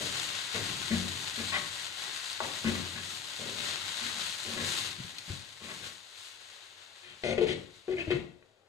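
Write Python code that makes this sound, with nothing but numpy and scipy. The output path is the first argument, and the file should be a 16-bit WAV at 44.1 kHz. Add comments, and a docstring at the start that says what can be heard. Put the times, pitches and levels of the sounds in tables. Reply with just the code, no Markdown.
"""Diced potatoes fry in oil over a faint burner rumble; tiny steam bursts make the sizzle.
Until about 6 s a plastic spatula pushes them round: the blade judders on the pan floor, wet pieces
tumble and flare on the hot metal, oil spits. Near 5 s the pan bumps on its grate and the frying calms.
From 7 s a glass lid with a steel rim lands, rattles, squeaks and slides into its seat,
shutting the sizzle in by 8.4 s."""
import sys
import numpy as np
from scipy import signal
from scipy.fft import rfft, irfft
from scipy.io import wavfile

SR = 44100
rng = np.random.default_rng(int(sys.argv[2]) if len(sys.argv) > 2 else 0)


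def log_audio(samples):
    """Write samples as a 16-bit WAV file to the path given in sys.argv[1]."""
    # one column per channel
    frames = np.atleast_2d(samples).T
    # limit to full scale, then quantise
    limited = np.clip(frames, -1, 1)
    pcm = np.round(limited * 32767).astype(np.int16)
    wavfile.write(sys.argv[1], SR, pcm)


N = 382788

# pan modes: f/Hz, t60/s, level/dB
PAN_MODES = [(182.2, 0.35, 5), (231, 0.1, -2), (281, 0.21, 1.5), (364, 0.18, 2), (590, 0.22, 0),
             (1105, 0.11, 2.5), (1680, 0.099, 2), (1970, 0.05, 0.5), (2214, 0.044, -2.5)]
# spatula strokes: t/s, floor contact/s, judder/dB, grit/dB, tumble/dB, sweep/s, added sizzle/dB re calm
SPATULA_STROKES = [(0, 0.039, -47, -53, -41.5, 0.42, -9), (0.538, 0.039, -46.5, -42.5, -37.5, 0.2, -2.5),
                   (.901, 0.051, -27.5, -42, -40.5, 0.031, 6), (1.371, 0.05, -40, -44.5, -47.5, 0.24, -1.5),
                   (1.513, 0.072, -75, -32.5, -61, 0.057, -11), (1.98, 0.094, -86.5, -56, -57, 0.32, -3),
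                   (2.411, 0.05, -51.5, -47, -47, 0.26, -6.5),
                   (2.639, 0.068, -28.5, -39.5, -40.5, 0.24, -1.5),
                   (2.949, 0.056, -53.5, -47, -57, 0.22, -15), (3.387, 0.12, -52.5, -63, -46.5, 0.28, -2),
                   (3.549, 0.17, -60, -64, -52, 0.4, 2.5), (3.995, 0.098, -50, -51, -57, 0.098, 4),
                   (4.141, 0.09, -56.5, -60, -58, 0.17, 2), (4.449, 0.13, -48.5, -53, -47, 0.11, 0.5),
                   (4.56, 0.074, -44.5, -43, -44.5, 0.16, 4.5), (4.671, 0.034, -51, -66.5, -66, 0.19, 4.5),
                   (5.271, 0.062, -65, -56, -63, 0.047, 5.5), (5.598, 0.088, -56, -54.5, -54.5, 0.11, 1.5),
                   (5.679, 0.05, -63, -45.5, -55, 0.13, 3), (5.799, 0.14, -67, -59, -50.5, 0.066, 9)]


def amp(db):
    """Decibels to gain."""
    return 10 ** (np.asarray(db) / 20)


def curve(rows, column=1):
    """One table column, linear over time."""
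    rows = np.asarray(rows, float)
    return np.interp(np.arange(N) / SR, rows[:, 0], rows[:, column])


def unit(x):
    """Scale to rms 1."""
    return x / np.sqrt(np.mean(x ** 2) + 1e-20)


def clock(length_s):
    """Sample times in s."""
    return np.arange(int(length_s * SR)) / SR


def fade(t, t60_s):
    """Free decay, 60 dB down at t60_s."""
    return np.exp(-np.log(1000) * t / t60_s)


def add(track, start_s, x):
    """Mix x into a track."""
    i = max(int(start_s * SR), 0)
    track[i:i + len(x)] += x[:N - i]


def cut(x, hz, kind="low", order=2):
    """Butterworth low-pass or high-pass."""
    return signal.sosfilt(signal.butter(order, min(hz, SR / 2 - 1), kind, fs=SR, output="sos"), x)


def colour(x, spectrum, size=2048):
    """Minimum-phase filter through points of f/Hz, level/dB."""
    hz, db = np.transpose(spectrum)
    bin_hz = np.arange(size // 2 + 1) * SR / size
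    gain_db = np.interp(np.log(bin_hz + 1), np.log(hz), db)
    cepstrum = irfft(np.log(amp(gain_db)))
    cepstrum[1:size // 2] *= 2
    cepstrum[size // 2 + 1:] = 0
    response = irfft(np.exp(rfft(cepstrum)))
    return signal.fftconvolve(x, response)[:len(x)]


def grains(size, rate_hz, spread_db):
    """Random clicks: many small, a few large."""
    fires = rng.random(size) < rate_hz / SR
    strength = np.minimum(rng.exponential(size=size), 4.5)
    return fires * amp(spread_db * strength) * rng.choice([-1, 1], size)


def drift(rate_hz):
    """Slow random curve, spread near 1."""
    knots = rng.standard_normal(4096)
    return np.interp(np.arange(N) / SR * rate_hz, np.arange(len(knots)), knots)


def swell(start_s, rise_s, hold_s, t60_s):
    """Envelope: linear rise, decay from hold_s after the start."""
    out, t = np.zeros(N), clock(2)
    add(out, start_s, np.minimum(t / rise_s, 1) * fade(np.maximum(t - hold_s, 0), t60_s))
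    return out


def ringing(modes):
    """One tap on a body; each contact point weights the modes differently."""
    t = clock(0.3)
    gains = amp(np.array(modes)[:, 2] + 1.5 * rng.standard_normal(len(modes)))
    return unit(sum(gain / t60_s * fade(t, t60_s) * np.sin(2 * np.pi * hz * t)
                    for (hz, t60_s, _), gain in zip(modes, gains)))


def burner():
    """Steady low rumble, strongest near 100 Hz."""
    # f/Hz, level/dB
    spectrum = [(30, -19), (65, -35), (101, 0.5), (145, -23), (500, -11), (12000, -47)]
    return amp(-69.5) * unit(colour(rng.standard_normal(N), spectrum))


def kitchen(x):
    """Close surfaces and tiled walls answer each side differently; the bass stays alike."""
    t = clock(0.8)
    near = unit(rng.standard_normal((2, len(t))) * fade(t, 0.017))
    diffuse = cut(rng.standard_normal((2, len(t))), 10900, order=1)
    far = unit(diffuse * fade(t, 0.45) * (1 - fade(t, 0.0047)))
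    response = amp(-3) * cut(near, 630, "high") + amp(-6) * cut(far, 125, "high", order=1)
    direct = np.array([np.roll(x, 8), x])  # left lags 8 samples
    return direct + signal.fftconvolve(x[None], response / np.sqrt(len(t)), axes=1)[:, :N]


def steam_snaps(rate_hz, spread_db, spots=12):
    """Bursts at many spots in the pan, each with its own short reflections to each side."""
    out, t = 0, clock(0.041)
    for _ in range(spots):
        paths = rng.standard_normal((2, len(t))) * (fade(t, 0.0011) + amp(-14) * fade(t, 0.11))
        bursts = grains(N, rate_hz / spots, spread_db)
        out = out + signal.oaconvolve(bursts[None], paths, axes=1)[:, :N]
    return unit(out)


def flare():
    """Sizzle gain: each sweep turns wet faces onto hot metal, where they dry."""
    added_power = sum((amp(db) * swell(start_s, rise_s=0.054, hold_s=sweep_s, t60_s=0.68)) ** 2
                      for start_s, *_, sweep_s, db in SPATULA_STROKES)
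    return np.sqrt(1 + added_power)


def sizzle():
    """Steam snaps over a fine fizz ring the pan faintly; the closing lid muffles them."""
    # undisturbed frying, calmer once the hot oil is turned under: t/s, level/dB
    briskness = [(0, -42), (1.8, -46.5), (3.35, -47.5), (4.81, -47), (5.01, -52.5), (6.03, -58.5),
                 (6.22, -55.5), (7.15, -59)]
    # steam bursts in the open pan: f/Hz, level/dB
    steam_spectrum = [(140, -30), (300, -18), (750, -9), (1100, -7), (2000, -3), (2800, -0.5), (3900, 3),
                      (4500, 0), (5100, -6), (5800, -6.5), (6700, -2.5), (8500, -8), (10500, -15.5),
                      (15000, -27.5)]
    # sound let out by the lid: t/s, gain/dB, muffled share/0-1
    lid_leak = [(6.2, 7.5, 0.3), (7.2, 8, 0.66), (7.8, 4.5, 0.53), (8.15, 10, 0.68), (8.35, -9.5, 0.45),
                (8.68, -9.5, 0.5)]
    snaps = steam_snaps(rate_hz=2800, spread_db=3.5)
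    fizz = unit(np.array([grains(N, rate_hz=20000, spread_db=1.5) for _ in range(2)]))
    frying = unit(np.array([colour(side, steam_spectrum) for side in snaps + amp(-3) * fizz]))
    pan_ring = unit(signal.fftconvolve(frying, ringing(PAN_MODES)[None], axes=1)[:, :N])
    frying = frying + amp(-17.5) * pan_ring
    coarse = cut(frying, 6000, order=1)
    fine_spray = (frying - coarse) * amp(1.7 * drift(rate_hz=13))
    level_db = curve(briskness) + 1.8 + 0.95 * drift(rate_hz=18)
    frying = (coarse + fine_spray) * flare() * amp(level_db)
    muffled = curve(lid_leak, column=2)
    return amp(curve(lid_leak)) * ((1 - muffled) * frying + muffled * cut(frying, 1950, order=1))


def oil_spits():
    """Oil spits: a brief ping in a band of spray."""
    # t/s, level/dB, f/Hz
    spits = [(2.3304, -33.5, 4480), (2.752, -26, 1930), (5.1835, -32.5, 4260)]
    out, t = np.zeros(N), clock(0.85)
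    for start_s, db, hz in spits:
        ping = np.sin(2 * np.pi * hz * t)
        spray = unit(cut(cut(rng.standard_normal(len(t)), 1.2 * hz), 0.5 * hz, "high"))
        add(out, start_s, amp(db) * (0.65 * ping + 0.5 * spray) * fade(t, t60_s=0.036))
    return out


def grate_bumps():
    """The pan bumps on its grate: a low sway and a dull thud."""
    # t/s, level/dB, f/Hz
    bumps = [(4.982, -45, 173), (4.998, -36.5, 129), (5.047, -41, 110), (5.278, -41, 171),
             (5.3, -29.5, 94.5), (5.331, -38, 135), (5.398, -48, 107), (8.077, -29.5, 97),
             (8.14, -27.5, 138)]
    out, t = np.zeros(N), clock(0.85)
    for start_s, db, hz in bumps:
        sway = np.sin(2 * np.pi * hz * t) * fade(t, t60_s=0.14)
        thud = unit(cut(cut(rng.standard_normal(len(t)), 260, order=3), 140, "high")) * fade(t, 0.08)
        add(out, start_s, amp(db) * (sway + amp(-9) * thud) * (1 - fade(t, 0.0098)))
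    return out


def tumble(t60_s):
    """Envelope of the pieces: each stroke sets them off; they rest once the spatula is out."""
    spatula_out_s = 5.796
    power = sum((amp(db) * swell(start_s, rise_s=0.0085, hold_s=contact_s, t60_s=t60_s)) ** 2
                for start_s, contact_s, _, _, db, _, _ in SPATULA_STROKES)
    resting_s = np.maximum(np.arange(N) / SR - spatula_out_s, 0)
    return np.sqrt(power) * fade(resting_s, t60_s=0.59)


def pieces():
    """Soft wet pieces: a short hollow squash against the blade, then a longer low tumbling."""
    # tumbling pieces: f/Hz, level/dB
    tumble_spectrum = [(30, -9), (60, -17), (100, 8), (150, 2.5), (230, -2.5), (330, 0), (550, -16.5),
                       (850, -25), (1500, -24), (4000, -32)]
    squash = unit(cut(cut(grains(N, rate_hz=2500, spread_db=2.5), 510, order=4), 480, "high"))
    rolling = unit(colour(grains(N, rate_hz=900, spread_db=2), tumble_spectrum))
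    return amp(-5) * (squash * tumble(t60_s=0.34) + rolling * tumble(t60_s=2.03))


def rubbing(rubs, body, jitter, soft_hz, grit_hz, grit_rate_hz, taper, shake_db, points=3):
    """Stick-slip pulses drive a body's low modes; grit at several contact points drives the high ones."""
    out = np.zeros(N)
    for start_s, length_s, slip_hz, judder_db, grit_db in rubs:
        contacts = [body() for _ in range(points)]
        pressure = signal.windows.tukey(int(length_s * SR), taper)
        size = len(pressure)
        # slow rattles stumble and hit harder; fast judder locks to an even pitch
        slowness = 360 / slip_hz
        periods = 1 + jitter * slowness ** 2 * rng.standard_normal(size)
        contact_hz = soft_hz * slowness ** (1 / 3)
        slips = (np.cumsum(periods) - 1).clip(0) * SR / slip_hz
        pulses = np.bincount(slips[slips < size].astype(int), minlength=size) - slip_hz / SR
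        judder = cut(signal.fftconvolve(pulses * pressure, sum(contacts)), contact_hz, order=3)
        grit = sum(signal.fftconvolve(grains(size, grit_rate_hz / points, spread_db=2) * pressure, ring)
                   for ring in contacts)
        for sound, db in (judder, judder_db), (cut(grit, grit_hz, "high"), grit_db):
            add(out, start_s, amp(db) * sound * np.sqrt(size / np.sum(sound ** 2)))
    # the same force shakes the pan on its grate
    force = np.abs(cut(np.abs(out), 2.4, order=1))
    tremble = unit(cut(cut(rng.standard_normal(N), 290), 61, "high"))
    return out + amp(shake_db) * force * tremble


def pan_body():
    """One tap on the pan; the food damps its upper modes to a short clack."""
    modes = ringing(PAN_MODES)
    t = np.arange(len(modes)) / SR
    burst = rng.standard_normal(len(t)) * fade(t, 0.022)
    clack = cut(cut(burst, 3340, order=4), 600, "high")
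    return modes + amp(-2) * unit(clack)


def spatula_scrapes():
    """The plastic blade sticks and slips on the pan floor and sets the pan swaying."""
    judder_hz, sway_hz, sway_lag_s, sway_db = 227, 90.2, 0.0222, -8
    out, t = np.zeros(N), clock(0.57)
    scrapes = [(start_s, contact_s, judder_hz, judder_db, grit_db)
               for start_s, contact_s, judder_db, grit_db, *_ in SPATULA_STROKES]
    sway = np.sin(2 * np.pi * sway_hz * t) * fade(t, t60_s=0.96) * (1 - fade(t, 0.021))
    for start_s, _, _, judder_db, _ in scrapes:
        add(out, start_s + sway_lag_s, amp(judder_db + sway_db) * sway)
    return out + rubbing(scrapes, pan_body, jitter=0.033, soft_hz=282, grit_hz=790,
                         grit_rate_hz=5000, taper=0.4, shake_db=-11.5)


def spatula_taps():
    """The spatula knocks on the pan: a woody clack and a faint rattle."""
    # t/s, peak/dB, contact low-pass/Hz
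    taps = [(2.4037, -18, 1900), (2.443, -32, 900), (2.644, -31, 5000)]
    # f/Hz, t60/s, level/dB
    blade_modes = [(538, 0.058, -1), (644, 0.094, 4.5), (932, 0.18, 8), (1090, 0.012, 5),
                   (1440, 0.027, -3.5), (1935, 0.08, 0)]
    out, t = np.zeros(N), clock(0.85)
    for start_s, db, contact_hz in taps:
        clack = cut(cut(ringing(blade_modes), 440, "high", order=4), contact_hz)
        rattle = unit(cut(cut(rng.standard_normal(len(t)), 1140, order=3), 400, "high", order=3))
        add(out, start_s, amp(db) * clack / np.abs(clack).max())
        add(out, start_s, amp(db - 25) * rattle * fade(t, 0.74))
    return out


def rim_squeaks():
    """The steel rim catches on the pan's edge and sings roughly at one high resonance."""
    # t/s, length/s, level/dB, f/Hz
    squeaks = [(7.483, 0.05, -46, 3270), (7.963, 0.045, -44.5, 2270), (7.972, 0.06, -43.5, 2696)]
    out, half_width_hz = np.zeros(N), 160
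    for start_s, length_s, db, hz in squeaks:
        t = clock(length_s)
        grip = cut(rng.standard_normal((2, len(t))), half_width_hz)
        tone = grip[0] * np.sin(2 * np.pi * hz * t) + grip[1] * np.cos(2 * np.pi * hz * t)
        add(out, start_s, amp(db) * unit(tone * np.sin(np.pi * t / length_s)))
    return out


def lid_body():
    """One tap on the lid: glass modes and the dense, brief ring of the steel rim."""
    # f/Hz, t60/s, level/dB
    glass_modes = [(231, 0.29, 8.5), (368.8, 0.13, 4.5), (444, 0.073, 1.5), (495, 0.081, 6.5),
                   (597, 0.11, 5), (661, 0.15, -3), (850, 0.13, -3), (1000, 0.12, 2.5), (1440, .2, 4),
                   (1926, 0.098, 6), (2246, 0.11, 3), (2620, 0.07, 3), (3290, 0.09, -6)]
    # f/Hz, level/dB
    rim_spectrum = [(100, -4), (220, -11), (500, 6.5), (790, -6), (1150, -5), (1600, -4.5), (2000, 2),
                    (3000, 1), (4200, -3.5), (5100, -16.5), (7300, -13.5), (10000, -24.5), (15000, -72)]
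    glass = ringing(glass_modes)
    t = np.arange(len(glass)) / SR
    burst = rng.standard_normal(len(t)) * (fade(t, 0.15) + 4 * fade(t, 0.016))
    return glass + amp(4.5) * unit(colour(burst, rim_spectrum))


def lid():
    """Glass and rim ring together at each blow and chatter as they slide home."""
    # rim sliding on the pan: t/s, length/s, slip rate/Hz, judder/dB, grit/dB
    slides = [(7.025, 0.11, 359, -67, -54), (7.237, 0.1, 121.8, -33, -39.5),
              (7.3775, 0.015, 396, -24.5, -46), (7.405, 0.038, 364.6, -28.5, -49),
              (7.408, 0.037, 443.6, -27, -42), (7.462, 0.073, 120, -46, -39.5),
              (7.48, 0.028, 374, -33.5, -42), (7.878, 0.018, 375, -30.5, -50),
              (7.902, 0.0354, 376, -31.5, -43), (7.975, 0.048, 339, -39.5, -38),
              (8.068, 0.047, 320.6, -36.5, -47), (8.102, 0.026, 361, -26, -30.5),
              (8.13, 0.0404, 362, -33, -41)]
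    # lid striking the pan: t/s, peak/dB, contact low-pass/Hz
    clinks = [(7.236, -21.5, 6000), (7.379, -20, 3800), (7.880, -36, 1400), (8.104, -20.5, 4500),
              (8.118, -23, 7000), (8.425, -43.5, 4970)]
    out = rubbing(slides, lid_body, jitter=0.021, soft_hz=536, grit_hz=1510,
                  grit_rate_hz=4000, taper=0.13, shake_db=-8)
    for start_s, db, contact_hz in clinks:
        blow = cut(lid_body(), contact_hz)
        add(out, start_s, amp(db) * blow / np.abs(blow).max())
    # resting on the pan damps the rim's highest modes
    seated = curve([(7.6, 0), (7.85, 1)])
    return (1 - seated) * out + seated * cut(out, 1800, order=1)


def scene():
    """Sizzle plus burner, food, pan, spatula and lid in the kitchen; the left side is louder."""
    left_db, right_db = 2.9, -4.7
    rumble, frying = burner(), sizzle()
    stirring = pieces() + spatula_scrapes()
    knocks = grate_bumps() + spatula_taps() + oil_spits()
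    closing = lid() + rim_squeaks()
    return (frying + kitchen(rumble + stirring + knocks + closing)) * amp([[left_db], [right_db]])


def record(dry):
    """The microphone pair narrows towards mono around 8 kHz; the top is cut."""
    top_hz = 15250
    hz = np.arange(N // 2 + 1) * SR / N
    width = amp(np.interp(hz, [5060, 6380, 8150, 14300], [-0.5, -4, -12, -1]))
    mid, side = (dry[0] + dry[1]) / 2, (dry[0] - dry[1]) / 2
    # where it narrows it also loses its lean to the left
    side = irfft(rfft(side) * width - 0.46 * (1 - width) * rfft(mid), N)
    low_pass = signal.ellip(10, 0.2, 70, top_hz, fs=SR, output="sos")
    return signal.sosfilt(low_pass, np.array([mid + side, mid - side]))


dry = scene()
out = record(dry)
log_audio(out)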